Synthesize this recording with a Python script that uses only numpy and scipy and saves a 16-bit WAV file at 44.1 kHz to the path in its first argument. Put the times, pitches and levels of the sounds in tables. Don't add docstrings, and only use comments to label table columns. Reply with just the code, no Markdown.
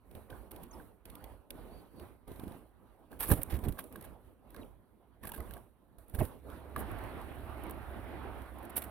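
import sys
import numpy as np
from scipy import signal
from scipy.fft import rfft, irfft, next_fast_len
from scipy.io import wavfile
from scipy.ndimage import uniform_filter1d, map_coordinates

SR = 44100
rng = np.random.default_rng(int(sys.argv[2]) if len(sys.argv) > 2 else 0)


def nominal_scale(level):
    x = np.asarray(level, float) / 20
    return 10 ** x


def output_pcm(signal):
    pcm = np.clip(np.atleast_2d(signal).T, -1, 1) * 32767
    wavfile.write(sys.argv[1], SR, np.round(pcm).astype(np.int16))


N = 392490


def unit(x):
    return x / np.sqrt(np.mean(x ** 2) + 1e-20)


def along(points, hz):
    f, v = np.transpose(points)
    return np.interp(np.log(hz + 1), np.log(f + 1), v)


def curves(rows, outside=None):
    s, *cols = np.transpose(rows)
    return [np.interp(np.arange(N) / SR, s, c, outside, outside) for c in cols]


def wobble(rate_hz):
    at = np.arange(0, N + SR // rate_hz, max(SR // (8 * rate_hz), 1))
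    knots = rng.standard_normal(int(N * rate_hz / SR) + 4)
    return np.interp(np.arange(N), at, map_coordinates(knots, [at * rate_hz / SR]))


def tone(hz):
    return np.sin(2 * np.pi * np.cumsum(hz) / SR)


def filtered(x, response):
    m = next_fast_len(N + 4096, real=True)
    return irfft(rfft(x, m) * response(np.fft.rfftfreq(m, 1 / SR)), m)[..., :N]


def coloured(x, spectrum, top_hz=SR / 2):
    white_gain = np.sqrt(np.mean(nominal_scale(along(spectrum, np.arange(SR // 2))) ** 2))
    return filtered(x, lambda hz: nominal_scale(along(spectrum, hz)) / white_gain * (hz < top_hz))


def rush(spectrum, alike, patchy_db):
    z = signal.stft(rng.standard_normal((2, N)), nperseg=512)[2]
    field = uniform_filter1d(rng.standard_normal(z.shape[1:]), size=6, axis=0)
    field = uniform_filter1d(field, size=10, axis=1)
    pair = signal.istft(z * nominal_scale(patchy_db * unit(field)), nperseg=512)[1][:, :N]

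    def mid_side(hz):
        turn = np.arccos(np.clip(along(alike, hz), -1, 1)) / 2
        return nominal_scale(along(spectrum, hz)) * [np.cos(turn), np.sin(turn)]

    mid, side = filtered(pair, mid_side)
    return unit(np.array([mid + side, mid - side]))


def splinters(own, grain_db):
    grains = nominal_scale(grain_db * wobble(2000))
    return unit(grains * (rng.standard_normal(N) + own * rng.standard_normal((2, N))))


def add(track, s, sound):
    part = track[..., round(s * SR):][..., :sound.shape[-1]]
    part += sound[..., :part.shape[-1]]


# (fully open [s], rise [s], hold [s], hum [dB], hiss re hum [dB])
GATE = [(.13, .1, .02, -62, -9), (.152, .008, 0, -53, -12), (.301, .012, .08, -54, -13.5),
        (.517, .015, .12, -55, -14), (.728, .06, .09, -55.5, -12.5), (1.056, .008, .26, -56, -15),
        (1.507, .01, .3, -55, -15.5), (2.02, .18, .015, -54.5, -13.5), (2.279, .01, .27, -54, -13),
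        (2.848, .1, .27, -66.5, -15.5), (3.117, .02, .01, -55.5, -11.5), (3.211, .05, .63, -55, -8.5),
        (3.913, .01, .16, -55.5, -14), (4.26, .15, .02, -62.5, -14), (4.586, .16, .02, -54.5, -14),
        (5.236, .03, .31, -53.5, -12.5), (5.986, .005, 0, -61, -9), (6.1, .05, .03, -63, -9),
        (6.164, .04, .08, -54, -7), (6.27, .01, .05, -54.5, -19), (6.5, .13, .07, -52, -16),
        (6.6, .01, .15, -56, -17), (6.763, .01, 2.2, -52.5, -13.8), (8.774, .05, .01, -56, 1)]
SAG_DB_PER_S, RELEASE_DB_PER_S = 2.5, 95


def gate(shut_db, under):
    t, level = np.arange(0, N, 32) / SR, shut_db
    for s, rise, hold, db, hiss_db in GATE:
        top = db + under * hiss_db
        rising = top - (top - shut_db) * (s - t) / max(rise, .002)
        falling = top - SAG_DB_PER_S * (t - s) - RELEASE_DB_PER_S * np.clip(t - s - hold, 0, None)
        level = np.maximum(level, np.where(t < s, rising, falling))
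    return np.interp(np.arange(N) / SR, t, level)


# (time [s], level [dB])
CAR = [(6.75, 0), (6.77, 8), (6.86, 4), (7.07, 6.5), (7.23, 4), (7.42, 2), (7.67, 6.5), (7.8, 3),
       (8.13, 7.5), (8.38, 6), (8.52, 1), (8.66, 6)]


def hum_level_db():
    return gate(shut_db=-70, under=0) + curves(CAR)[0]


# (frequency [Hz], correlation [0-1])
ALIKE = [(60, 0.55), (150, 0.29), (380, 0.62), (950, 0.79), (2380, 0.15), (5980, 0.73), (15000, 0.94)]
# (frequency [Hz], level [dB per Hz])
HISS = [(3200, -49.5), (5500, -18.5), (7500, -12.5), (9300, -0.5), (11500, 0.5), (13700, -2), (15800, -6),
        (16200, -7)]


def hiss():
    level_db = gate(shut_db=-86, under=1) + .6 + .9 * wobble(90)
    return nominal_scale(level_db) * rush(HISS, ALIKE, patchy_db=1.1)


def car_nearness():
    from_s, full_s = 6.48, 6.99
    return np.clip((np.arange(N) / SR - from_s) / (full_s - from_s), 0, 1)


# (frequency [Hz], level [dB per Hz])
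RUMBLE = [(12, -40.5), (20, -14.5), (35, -6), (48, 3), (120, -5.5), (160, -36), (260, -120)]


def rumble():
    level_db = hum_level_db() + 1.1 - 3.7 * car_nearness() + 2.4 * wobble(6.7)
    return nominal_scale(level_db) * rush(RUMBLE, [(30, 0.32)], patchy_db=-0.1)


# (time [s], frequency [Hz], level [dB])
WHINE = [(1.0, 1440, -99), (1.6, 1486, -90), (2.2, 1552, -89), (3.1, 1610, -89), (3.3, 1620, -110)]


def whine():
    hz, db = curves(WHINE, outside=-120)
    return nominal_scale(db + hum_level_db() + 68) * tone(hz)


# (frequency [Hz], level [dB per Hz])
HUM = [(65, -40), (110, -5.5), (250, 0.5), (456, -4), (1040, -12), (1890, -24), (4020, -32), (4830, -37),
       (5340, -44), (6000, -43), (7800, -53), (13200, -120)]
# (frequency [Hz], level [dB per Hz])
TYRES = [(65, -25), (110, 1.5), (139, -7.5), (222, -3), (337, -1.5), (472, -8), (729, -4.5), (900, -8.5),
         (1470, -12.5), (2400, -21), (3800, -30), (4800, -38.5), (6000, -48.5), (7800, -76), (13200, -120)]


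def hum_and_tyres():
    car = car_nearness()
    woods = np.sqrt(1 - car) * rush(HUM, ALIKE, patchy_db=2.5)
    roar = np.sqrt(car) * rush(TYRES, ALIKE, patchy_db=1.6)
    return nominal_scale(hum_level_db() + 3.0 + .7 * wobble(23)) * (woods + roar)


# (time [s], firing frequency [Hz], level [dB])
ENGINE = [(6.4, 67.4, -64), (6.55, 69.1, -49), (6.7, 69.2, -64), (6.8, 69.3, -56), (6.98, 69.4, -60),
          (7.05, 77.3, -64), (7.23, 68.6, -53.5), (8.9, 67.9, -55.5)]


def engine():
    hz, db = curves(ENGINE, outside=-120)
    return nominal_scale(db + 4.0 + 3.2 * wobble(13)) * tone(hz * (1 + .04 * wobble(12)))


# (time [s], length [s], start [Hz], end [Hz], level [dB])
CHIPS = [
    (0.706, 0.018, 6600, 6100, -63),
    (.729, 0.018, 5650, 5100, -65),
    (1.7, .065, 4480, 4570, -78),
    (1.745, .085, 4570, 4470, -78),
    (1.94, 0.12, 4530, 4400, -78),
    (4.611, 0.019, 3870, 3850, -68),
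    (4.628, 0.01, 3830, 1800, -65),
]


def far_birds():
    out = np.zeros(N)
    blur = 1 + .007 * wobble(150)
    for s, length, start_hz, end_hz, db in CHIPS:
        u = np.linspace(0, 1, round(length * SR))
        hz = (start_hz + (end_hz - start_hz) * u) * blur[round(s * SR):][:len(u)]
        add(out, s, nominal_scale(db + 7.5) * np.sin(np.pi * u) ** 2 * tone(hz))
    decay_s = .025
    echo = np.exp(-np.arange(SR // 10) / (decay_s * SR)) * rng.standard_normal(SR // 10)
    wet = signal.fftconvolve(out, echo / np.linalg.norm(echo))[:N]
    return out * nominal_scale(3 * wobble(90)) + nominal_scale(-13.0) * wet


EXPOSURE = nominal_scale([[-1.5], [1.5]])
# (peak time [s], peak level [dB], 20 dB swell [s], 20 dB fade [s])
GUSTS = [
    (3.32, -21, .032, .04),
    (3.39, -38, .2, .07),
    (3.487, -41, .02, .04),
    (3.53, -31, .022, .1),
    (3.68, -32, .085, .07),
    (5.395, -41, .04, .06),
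    (6.15, -37, .022, .025),
    (6.216, -25, .028, .045),
]
# (frequency [Hz], level [dB per Hz])
BUFFET = [(15, -34.5), (30, -4), (65, 1.5), (150, -8), (300, -7.5), (600, -16.5), (1200, -32),
          (2500, -39.5), (5000, -76)]


def downwash():
    now = np.arange(N) / SR
    level_db = np.max([db - 20 * np.where(now < s, (s - now) / swell, (now - s) / fade)
                       for s, db, swell, fade in GUSTS], axis=0)
    wash = uniform_filter1d(nominal_scale(level_db - 3.5), size=400)
    swirl = rush(BUFFET, [(30, .9)], patchy_db=3.2)
    steady = swirl / np.sqrt(np.abs(uniform_filter1d(swirl ** 2, size=1300)) + .05)
    return wash * nominal_scale(1.7 * wobble(120)) * steady * EXPOSURE


# (suction time [s], peak level [dB], frequency [Hz])
PUFFS = [(.147, -49, 220), (.327, -46, 90), (2.4716, -39, 190), (2.4857, -43, 80), (2.513, -43, 230),
         (3.294, -35, 70), (3.3095, -37, 90), (3.3172, -21, 120), (3.330, -27, 85), (3.3375, -31, 220),
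         (3.3464, -32, 75), (3.3914, -36, 66), (3.5346, -28, 135), (3.5467, -33, 80), (3.5756, -37, 70),
         (3.6405, -37, 60), (3.6695, -28, 140), (3.6832, -32, 70), (3.7086, -37, 45), (5.3884, -43, 50),
         (5.4045, -43, 55), (5.4183, -43, 60), (6.1418, -37, 80), (6.1545, -40, 60), (6.1906, -29, 65),
         (6.2047, -30, 75), (6.2127, -32, 100), (6.2204, -23, 170), (6.2341, -35, 80), (6.2451, -35, 75),
         (8.78, -43, 255)]
# (time [s], clap level [dB], air push level [dB])
CLAPS = [
    (2.278, -49, -50),
    (2.3165, -47, -40),
    (2.359, -52, -55),
    (2.3962, -43, -42),
    (2.4365, -50, -36),
    (2.479, -48, -42),
    (2.520, -52, -52),
    (2.553, -58, -46),
]


def wing_strokes():
    air, t = np.zeros(N), np.arange(-SR // 40, SR // 40) / SR
    for s, db, hz in PUFFS:
        pulse = np.cos(2 * np.pi * hz * t) * np.exp(-(hz * t / 0.38) ** 2)
        add(air, s + t[0], -nominal_scale(db + 3.5) * pulse)
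    push_hz = 260
    for s, _, push_db in CLAPS:
        pulse = np.cos(2 * np.pi * push_hz * t + .6) * np.exp(-(push_hz * t / .4) ** 2)
        add(air, s + t[0], nominal_scale(push_db + 3.5) * pulse)
    return air * EXPOSURE


# (time [s], length [s], level [dB], dull part re bright [dB])
SCRAPES = [(3.19, .02, -48, -3), (3.199, 0.062, -35, -1.5), (3.255, 0.031, -45.5, 0), (3.28, 0.02, -42, -6),
           (3.286, .03, -39, -8), (3.302, 0.04, -31, -1), (3.327, 0.087, -46.5, -2.5),
           (3.412, 0.023, -46, 0), (3.497, 0.084, -48.5, 6), (3.54, .02, -57, 10), (3.636, 0.028, -50, 6),
           (3.682, 0.02, -48, 3), (3.78, 0.038, -49.5, 5), (4.036, .04, -58, 2), (5.23, 0.047, -54, 5),
           (5.27, 0.016, -46, -2), (5.29, .013, -45, -4), (5.334, 0.035, -49.5, 2), (5.362, .03, -53, -2),
           (6.138, 0.028, -51, 1), (6.185, 0.025, -46.5, 3.5), (6.195, 0.098, -51.5, 1),
           (6.776, 0.061, -50, -7), (8.583, 0.01, -57, -1), (8.625, .04, -59, -3), (8.696, 0.014, -50, -2),
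           (8.757, 0.044, -38, -3), (8.763, 0.011, -33.5, -9), (8.778, 0.0053, -35, -7),
           (8.819, 0.014, -42, 2.5), (8.835, 0.023, -48.5, -1)]
# (frequency [Hz], level [dB per Hz])
SNAP = [(4000, -49), (6300, -32.5), (8300, -10), (9600, -4.5), (11800, 1), (13500, -3), (15300, -5),
        (16000, -9), (17000, -20)]
# (frequency [Hz], level [dB per Hz])
RASP = [(200, -31.5), (450, -3.5), (850, -1), (1600, -5.5), (3500, -10), (5300, -19), (7500, -29),
        (9000, -60.5)]


def scrapes():
    bright, dull = np.zeros(N), np.zeros(N)
    for s, length, db, dull_db in SCRAPES:
        u = np.linspace(0, 1, round(length * SR))
        drag = nominal_scale(db + 0.12 - 3.5 * u) * np.abs(np.sin(np.pi * u ** 0.7)) ** 0.75
        add(bright, s, drag)
        add(dull, s, nominal_scale(dull_db - 6.0) * drag)
    bits = nominal_scale(2.6 * wobble(160)) * splinters(own=1.0, grain_db=3.2)
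    return coloured(bright * bits, SNAP, top_hz=15900) + coloured(dull * bits, RASP)


# (time [s], peak level [dB], board mode [Hz], edge re board [dB], edge mode [Hz])
KNOCKS = [(.2887, -52, 1000, -8, 1900), (.3062, -56, 1100, 11, 1550), (.3275, -48, 900, 9, 1540),
          (.7994, -50, 1120, 8, 1560), (2.397, -47, 1120, -4, 1610), (3.1282, -48, 1120, 4.5, 1610),
          (3.238, -36, 1120, 1, 1750), (3.299, -39, 1120, 3, 1640), (3.315, -25, 1120, 0, 1660),
          (3.7724, -48, 1120, 1, 1610), (3.7884, -30, 1120, -4, 1610), (3.9566, -38.5, 1120, .5, 1610),
          (4.0457, -51, 1120, 2.5, 1610), (4.5461, -44, 1120, .5, 1610), (4.5642, -46, 1120, -5, 1610),
          (5.235, -40, 1070, -2, 1800), (5.245, -37.5, 1100, -12, 1610), (5.252, -48, 1100, 8, 1660),
          (5.276, -42, 900, -5, 1610), (5.292, -47, 1000, 9, 1630), (5.318, -35, 950, -9, 2900),
          (5.338, -39.5, 800, 0, 1620), (5.348, -52, 800, 9, 1620), (5.361, -48, 800, 4, 1600),
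          (5.378, -42, 1080, -10, 1610), (5.404, -40, 1250, -3, 2000), (5.5084, -50, 1120, 6, 1610),
          (5.5672, -43.5, 1120, -1.5, 1610), (6.1464, -49, 950, 8.5, 1620), (6.1895, -37, 1120, 0, 1580),
          (6.2035, -44, 1120, 3, 2200), (6.7614, -22, 1170, -7, 1680), (6.778, -40, 1120, -9, 1610),
          (6.8152, -39, 1120, -7, 1610), (6.9114, -37, 1120, -14, 1610), (7.6964, -37, 1120, -8.5, 1610),
          (8.768, -46, 600, -1, 1610)]
# (frequency [Hz], width [Hz], level [dB])
RIM = [(580, 100, -27), (2200, 220, -10.5), (3700, 360, -14)]
BOARD_WIDTH_HZ, EDGE_WIDTH_HZ = 95, 90


def rim():
    out, t = np.zeros(N), np.arange(SR // 30) / SR
    chance = rng.standard_normal((len(KNOCKS), len(RIM)))
    for (s, db, board_hz, edge_db, edge_hz), sizes in zip(KNOCKS, chance):
        modes = [(board_hz, BOARD_WIDTH_HZ, 0), (edge_hz, EDGE_WIDTH_HZ, edge_db)]
        modes += [(hz, width, level + 3.0 * size) for (hz, width, level), size in zip(RIM, sizes)]
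        ring = sum(nominal_scale(level) * np.exp(-np.pi * width * t) * np.sin(2 * np.pi * hz * t)
                   for hz, width, level in modes)
        add(out, s, nominal_scale(db - 1.5) * ring * (1 - np.exp(-t / 0.0009)))
    return out


# (time [s], peak level [dB], dull part re bright [dB])
CRACKS = [(.1506, -48, -13), (.3017, -50.5, -7), (.5095, -44, -16), (.5147, -38.5, -19.5),
          (.5611, -44.5, -15), (.631, -47, -20), (.6354, -44.5, -16), (1.054, -43, -13.5),
          (1.0992, -42.5, -13), (1.1528, -42, -14.5), (1.2408, -41, -12), (1.505, -31.5, -10),
          (1.9974, -49.5, -10.5), (4.5037, -50.5, -18.5), (4.5446, -51, -11), (4.563, -50.5, -6.5),
          (5.5084, -48.5, -12), (5.5366, -40, -15.5), (5.5667, -48, -23), (5.5764, -53, -16),
          (6.914, -43.5, -23), (6.986, -47, -18), (7.0374, -47, -15), (7.2144, -52, -14),
          (7.6365, -44.5, -23), (7.6655, -52, -18), (7.6959, -42.5, -13.5), (7.7089, -36, -23),
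          (8.4183, -52, -11), (8.6512, -44, -19),
          (.1116, -55.5, -12), (3.1158, -56, -14), (3.1286, -50, -23), (3.416, -42, -18), (3.4322, -12, -35),
         (3.5892, -44.5, -14), (3.7225, -39.5, -16), (3.7913, -33.5, -27), (3.8397, -40, -21),
         (3.925, -44.5, -20), (3.9582, -40, -18), (4.0105, -42.5, -18), (4.0244, -43, -15),
         (4.049, -43.5, -22.5), (5.235, -49, -16), (5.252, -36.5, -21), (5.2774, -37, -26),
         (5.3186, -33.5, -16.5), (5.4036, -41, -17), (5.9838, -51, -18), (6.0816, -56, -23),
         (6.097, -49, -22), (6.1479, -37, -24), (6.4994, -51, -12), (6.7625, -33, -17)]
# (frequency [Hz], level [dB per Hz])
SHELL = [(900, -42.5), (1500, -6.5), (2500, -2), (3600, 1), (5000, -8.5), (7000, -15), (9000, -62)]
CRACK_T60_S, SHORTER_S_PER_DB = .02, .0004


def husks():
    bright, dull, t = np.zeros(N), np.zeros(N), np.arange(SR // 10) / SR
    clap_dull_db = -12
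    flaps = [(s, db - 2.5, clap_dull_db) for s, db, _ in CLAPS]
    for s, db, dull_db in CRACKS + flaps:
        t60 = CRACK_T60_S - SHORTER_S_PER_DB * (db + 45)
        burst = nominal_scale(db - 60 * t / max(t60, .004)) * (1 - np.exp(-t / .0008))
        add(bright, s, burst)
        add(dull, s, nominal_scale(dull_db) * burst)
    bits = splinters(own=.9, grain_db=2.5)
    snap = coloured(bright * bits, SNAP, top_hz=16800)
    return nominal_scale(-.8) * snap + nominal_scale(6.0) * coloured(dull * bits, SHELL)


def scene():
    background = hiss() + rumble() + whine() + hum_and_tyres() + engine() + far_birds()
    return background + downwash() + wing_strokes() + scrapes() + rim() + husks()


def band_limit(x):
    return signal.sosfilt(signal.butter(12, 15850, fs=SR, output="sos"), x)


# (frequency [Hz], left re right [dB])
LEAN = [(60, -9.0), (180, -5), (550, -3.5), (1650, -6.0), (4970, -4.5), (15000, -7)]
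# (frequency [Hz], left phase lead [rad])
LEAD = [(0, 0), (1810, 0.09), (4820, 2), (5680, 1.3), (6290, -2), (15800, 1), (16400, 3), (16600, 0.5)]


def record(dry):
    half = np.array([[.5], [-.5]])

    def ports(hz):
        return nominal_scale(along(LEAN, hz) * half - 0.59) * np.exp(1j * along(LEAD, hz) * half)

    return band_limit(filtered(dry, ports))


dry = scene()
out = record(dry)
output_pcm(out)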